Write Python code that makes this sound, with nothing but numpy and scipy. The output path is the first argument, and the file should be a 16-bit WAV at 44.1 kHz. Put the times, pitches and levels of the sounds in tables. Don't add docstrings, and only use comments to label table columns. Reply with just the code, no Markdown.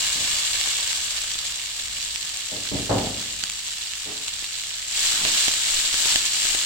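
import sys
import numpy as np
from scipy import signal
from scipy.fft import rfft, irfft, next_fast_len
from scipy.io import wavfile
from scipy.ndimage import map_coordinates

SR = 44100
rng = np.random.default_rng(int(sys.argv[2]) if len(sys.argv) > 2 else 0)


def inscribe(sig):
    pcm = np.round(np.clip(np.atleast_2d(sig).T, -1, 1) * 32767)
    wavfile.write(sys.argv[1], SR, pcm.astype(np.int16))


N = 293265

BUBBLES_PER_S, DENSITY_TRACKING = 3200, 0.98
BLISTERS_PER_S, WET_BLISTERS_PER_S = 100, 900
HEAP_LEAN_DB, HEAP_DRY_S = 1.4, .98


def sizzle():
    wetness = np.exp(-np.arange(N) / SR / HEAP_DRY_S)
    level_db, lean_db = boiling(wetness)
    density = amp(DENSITY_TRACKING * (level_db - level_db.mean()))
    crackle = bubbles(per_second=BUBBLES_PER_S * density, scatter_db=6)
    fizz = unit(spread(rng.standard_normal((2, N)), blend_hz=1100))
    ticks = amp(-13) * blisters(per_second=BLISTERS_PER_S + WET_BLISTERS_PER_S * wetness, scatter_db=7.5)
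    pair = stereo_tone(rim_bounce(crackle + fizz + ticks, strength=0.034 + 0.25 * wetness, spacing_hz=569))
    balance = amp(np.array([lean_db, -lean_db]) / 2)
    flicker_db = 0.52 * wobble(35) + 0.34 * wobble(9)
    return pair / np.std(pair.mean(0)) * balance * amp(level_db + flicker_db)


# t/s, level/dB
BOIL_ENVELOPE = [(0, -26), (.68, -26.5), (1.55, -32), (3.1, -32.5), (4.86, -33.5), (4.99, -26), (6.65, -26)]
# crest t/s, boost/dB, left minus right/dB
WET_FLARES = [(5.08, 3, 1), (5.41, 4.5, 0.3), (5.76, 2, 2.5), (6.09, 4.5, 2.4), (6.5, 2.5, 3.4)]


def boiling(wetness):
    level_db = np.interp(np.arange(N) / SR, *np.transpose(BOIL_ENVELOPE))
    lean_db = HEAP_LEAN_DB * wetness
    for s, boost_db, side_db in WET_FLARES:
        flare = hump(s, rise_s=0.14, fall_s=.1)
        level_db += boost_db * flare
        lean_db += side_db * flare
    return level_db, lean_db


def bubbles(per_second, scatter_db, spots=16):
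    pair = np.zeros((2, N))
    for hz in np.geomspace(1100, 14000, spots):
        fires = rng.random(N) < per_second / (spots * SR)
        sizes = amp(scatter_db * np.minimum(rng.standard_normal(N), 2.3)) * rng.choice([-1, 1], N)
        route = pan_path(scatter_db=-1, t60_s=0.012)
        pop = signal.fftconvolve(burst(hz, ring=1, cycles=1), route, axes=1)
        pair += signal.oaconvolve((fires * sizes)[None], pop, axes=1)[:, :N]
    return unit(pair / np.sqrt(per_second))


def blisters(per_second, scatter_db, spots=6):
    pair = np.zeros((2, N))
    for hz in np.geomspace(600, 1700, spots):
        fires = rng.random(N) < per_second / (spots * SR)
        sizes = amp(scatter_db * np.minimum(rng.standard_normal(N), 1.5))
        route = pan_path(scatter_db=-15.5, t60_s=0.028)
        tick = signal.fftconvolve(burst(hz, ring=5, cycles=0.37), route, axes=1)
        pair += signal.oaconvolve((fires * sizes)[None], tick, axes=1)[:, :N]
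    return unit(pair)


def burst(hz, ring, cycles, size=256):
    t = np.arange(size) / SR
    tone = np.cos(2 * np.pi * hz * t) * np.exp(-t * hz / cycles)
    return ((t == 0) + ring * tone / np.linalg.norm(tone))[None]


def pan_path(scatter_db, t60_s, size=1024, max_lag=9):
    t = np.arange(size) / SR
    scatter = rng.standard_normal((2, size)) * amp(-60 * t / t60_s)
    scatter = amp(scatter_db) * scatter / np.linalg.norm(scatter[0])
    response = np.pad(scatter, ((0, 0), (2 * max_lag, 0)))
    lag = rng.integers(-max_lag, max_lag + 1)
    response[0, max_lag + lag] += 1
    response[1, max_lag - lag] += 1
    return response


def rim_bounce(pair, strength, spacing_hz):
    bounce = filtered(pair, lambda hz: np.exp(-2j * np.pi * hz / spacing_hz) / (1 + (hz / 4500) ** 4))
    return pair + strength * bounce


# f/Hz, relative level/dB
LEFT_EQ = [(100, -23), (400, -26), (800, -20), (1400, -21), (1800, -17), (3000, -11), (4800, -8.5),
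           (6200, -6.5), (7000, -3), (7600, 0.5), (8400, -6), (10000, -18.5), (12500, -25.5), (15700, -20)]
# f/Hz, relative level/dB
RIGHT_EQ = [(100, -33), (400, -27), (700, -21), (950, -18), (1450, -16.5), (1800, -9), (2100, -10),
            (2900, -2), (4500, -2), (6000, -8.5), (7400, -16), (8200, -15.5), (10000, -20.5),
            (15700, -27.5)]


def stereo_tone(pair):
    return np.array([colour(pair[0], LEFT_EQ), colour(pair[1], RIGHT_EQ)])


# t/s, peak level/dB, f/Hz, left minus right/dB
LOUD_SPITS = [(0.6124, -6, 5300, 1), (0.9302, -8, 3000, -3), (1.3167, -10, 4200, -1),
              (1.3895, -9, 3900, -1), (2.027, -11, 6000, 5), (2.1594, -6.5, 4400, -6), (3.438, -4, 3900, 0),
              (3.499, -9.5, 5200, 0.5), (4.2818, -10, 5400, -4.5), (4.4431, -11, 3400, 2),
              (5.4088, -6, 5500, 0), (5.4845, -3.5, 3630, -4), (6.1597, -1, 4000, 0)]


def spits():
    track = np.zeros((2, N))
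    for s, db, hz, side_db in LOUD_SPITS + stray_drops():
        route = pan_path(scatter_db=-1.5, t60_s=.007, max_lag=1)
        click = burst(hz, ring=0.63, cycles=0.36)
        plop = amp(-17) * burst(hz / 2.5, ring=5, cycles=0.45)
        balance = amp([[side_db / 2], [-side_db / 2]])
        pop = stereo_tone(signal.fftconvolve(click + plop, route, axes=1)) * balance
        add(track, s, amp(db) * pop / np.abs(pop).max())
    return track


def stray_drops(per_second=4, peak_db=-15.5, scatter_db=2.5, hz=4600, scatter_octaves=.3, count=64):
    times = np.cumsum(rng.exponential(size=count)) / per_second
    return [(s, peak_db + scatter_db * size, hz * 2 ** (scatter_octaves * pitch), side_db)
            for s, (size, pitch, side_db) in zip(times, rng.standard_normal((count, 3))) if s < N / SR]


# t/s, peak level of the low body/dB
PAN_KNOCKS = [(0.672, -30.5), (1.353, -34), (3.434, -33.5), (4.423, -35), (5.249, -23), (5.48, -20),
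              (5.94, -26), (6.055, -25.5), (6.121, -30), (6.156, -27), (6.451, -29), (6.547, -24.5)]
# f/Hz, relative level/dB
KNOCK_EQ = [(25, 7.5), (60, 6.5), (130, -4), (350, 2.5), (650, -0.5), (1000, 0), (1400, 2), (3000, 6),
            (7000, -2), (14000, -20)]


def pan_knocks():
    track = np.zeros((2, N))
    for s, db in PAN_KNOCKS:
        contact = np.pad(pan_path(scatter_db=0.5, t60_s=0.013), ((0, 0), (0, SR // 20)))
        knock = np.array([colour(side, KNOCK_EQ) for side in contact])
        body = filtered(knock.mean(0), lambda hz: (hz > 200) & (hz < 1500))
        add(track, s + .002, amp(db) * knock / np.abs(body).max())
    return track


# start t/s, length/s, scrape level at the crest/dB
SPATULA_STROKES = [(4.93, 0.17, -61), (5.1, 0.28, -41), (5.445, 0.14, -68), (5.677, 0.27, -53),
                   (5.912, 0.42, -49), (6.415, 0.16, -55)]
# f/Hz, relative level/dB
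SCRAPE_EQ = [(50, -16), (160, 5), (330, 2.5), (500, -7), (900, 4), (2000, -1), (6000, -24)]


def strokes(air_db=-43.5):
    track = np.zeros((2, N))
    for s, length_s, scrape_db in SPATULA_STROKES:
        progress = np.clip((np.arange(N) / SR - s) / length_s, 0, 1)
        swell = np.sqrt(np.abs(np.sin(np.pi * progress)))
        judder = spread(rng.standard_normal((2, N)), blend_hz=700) * amp(3.5 * wobble(160))
        scrape = unit(filtered(judder, lambda hz: amp(along(SCRAPE_EQ, hz))))
        air = unit(filtered(judder, lambda hz: 1 / (1 + (hz / 24) ** 3)))
        track += swell * (amp(scrape_db) * scrape + amp(air_db) * air)
    return track


# t/s, level over the first 0.1 s/dB, low-pass f/Hz, freedom to ring/0-1
WOOD_BUMPS = [(0.15, -45, 600, 1), (2.516, -39.5, 600, 0.85), (2.715, -28.5, 370, 0.85),
              (2.894, -21, 960, 1), (4.057, -44.5, 1500, 0.97), (5.25, -41.5, 1700, 0.32)]
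# f/Hz, relative level/dB, t60/s
WOOD_MODES = [(53, -11, .8), (103, -4, .7), (122, -7, .7), (192, -6, .6), (246, -8, .7), (284, 0, .65),
              (424, -7, .45), (475, -4, .35), (537, -8, .55), (618, 3, .4), (727, -9, .6), (803, -5, .46),
              (915, -12, .42), (1109, -9, .45)]
# f/Hz, relative level/dB
THUD_EQ = [(25, -24), (50, -6), (90, -6), (160, -3), (300, -4), (650, 1.5), (900, -3), (1300, -4),
           (2500, -5.5), (5000, -44)]


def bumps():
    track, t = np.zeros((2, N)), np.arange(SR) / SR
    build_up = 1 - .6 * np.exp(-t / .025)
    for s, db, bright_hz, freedom in WOOD_BUMPS:
        ring = 0
        for hz, mode_db, t60 in WOOD_MODES:
            phase = 2 * np.pi * rng.random() + rng.normal(0, .6, (2, 1))
            strength_db = mode_db + rng.normal(0, 1.2)
            ring += amp(strength_db - 60 * t / t60) * np.sin(2 * np.pi * hz * t + phase)
        thud = filtered(room_tail(), lambda hz: amp(along(THUD_EQ, hz)))
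        blow = unit(thud) + amp(-3) * unit(ring)
        blow = filtered(blow, lambda hz: 1 / np.sqrt(1 + (hz / bright_hz) ** 4))
        damping = amp(-100 * t * (1 / freedom - 1))
        blow = blow * build_up * damping
        add(track, s, amp(db) * blow / np.std(blow[:, :SR // 10]))
    return track


# t/s, level/dB, f/Hz
BUMP_RINGS = [(0.15, -40.5, 182.7), (4.055, -39, 423), (4.06, -44, 305), (5.249, -40.5, 321.5)]


def bump_rings(attack_s=0.012, t60_s=0.6):
    track, t = np.zeros((2, N)), np.arange(SR // 2) / SR
    for s, db, hz in BUMP_RINGS:
        phase = 2 * np.pi * hz * t + 0.64 * wobble(90)[:len(t)] + rng.normal(0, .3, (2, 1))
        envelope = amp(db - 60 * t / t60_s) * (1 - np.exp(-t / attack_s))
        add(track, s, envelope * np.sin(phase))
    return track


# f/Hz, t60/s
KITCHEN_DECAY = [(60, 0.69), (130, 1.24), (350, 0.73), (900, 0.64), (3000, 0.19), (12000, 0.24)]


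def room_tail():
    hz, t, noise = signal.stft(rng.standard_normal((2, SR)), SR, nperseg=512)
    decay = amp(-60 * t / along(KITCHEN_DECAY, hz)[:, None])
    _, tail = signal.istft(noise * decay, SR, nperseg=512)
    return spread(tail[:, :SR], blend_hz=836)


# f/Hz, relative level/dB
RUMBLE_EQ = [(15, -0.5), (30, -4.5), (38, -14), (53, 7.5), (66, -2), (90, -2.5), (125, -9), (200, -12.5),
             (400, -26), (1000, -43), (3000, -80)]


def rumble(steady_db=-54.5, settle_s=.9):
    early_db = 7 * np.exp(-np.arange(N) / SR / settle_s)
    swell_db = 6.5 * hump(1.96, rise_s=0.11, fall_s=0.11)
    noise = spread(rng.standard_normal((2, N)), blend_hz=600)
    bed = unit(filtered(noise, lambda hz: amp(along(RUMBLE_EQ, hz))))
    return bed * amp(steady_db + early_db + swell_db + wobble(6.4))


def amp(db):
    return 10 ** (np.asarray(db) / 20)


def unit(x):
    return x / np.sqrt(np.mean(x ** 2) + 1e-20)


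def along(points, hz):
    f, v = np.transpose(points)
    return np.interp(np.log(hz + 1), np.log(f + 1), v)


def wobble(rate):
    return map_coordinates(rng.standard_normal(4096), [np.arange(N) * rate / SR], mode="mirror")


def hump(s, rise_s, fall_s):
    t = np.arange(N) / SR - s
    return np.exp(-(t / np.where(t < 0, rise_s, fall_s)) ** 2)


def filtered(x, response):
    n = x.shape[-1]
    m = next_fast_len(n + 8192)
    return irfft(rfft(x, m) * response(np.fft.rfftfreq(m, 1 / SR)), m)[..., :n]


def colour(x, eq, size=2048):
    gains = amp(along(eq, np.fft.rfftfreq(size, 1 / SR)))
    cepstrum = irfft(np.log(gains))
    fold = np.r_[1, np.full(size // 2 - 1, 2), np.zeros(size // 2)]
    kernel = irfft(np.exp(rfft(cepstrum * fold)))
    return signal.oaconvolve(x, kernel / np.linalg.norm(kernel))[:len(x)]


def spread(pair, blend_hz):
    def mid_side_gains(hz):
        correlation = .82 / (1 + (hz / blend_hz) ** 4)
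        angle = np.arccos(correlation) / 2
        return np.array([np.cos(angle), np.sin(angle)])
    mid, side = filtered(pair, mid_side_gains)
    return np.array([mid + side, mid - side])


def add(track, s, sound):
    start = max(round(s * SR), 0)
    track[:, start:start + sound.shape[1]] += sound[:, :max(N - start, 0)]


def scene():
    pan = sizzle() + spits() + pan_knocks() + strokes()
    tail = room_tail()
    reverb = signal.fftconvolve(pan, tail / np.linalg.norm(tail[0]), axes=1)[:, :N]
    return pan + amp(-15.5) * reverb + bumps() + bump_rings() + rumble()


def record(dry, ceiling=.85, top_hz=15950):
    rounded = dry / (1 + np.abs(dry / ceiling) ** 6) ** (1 / 6)
    return filtered(rounded, lambda hz: hz < top_hz)


dry = scene()
out = record(dry)
inscribe(out)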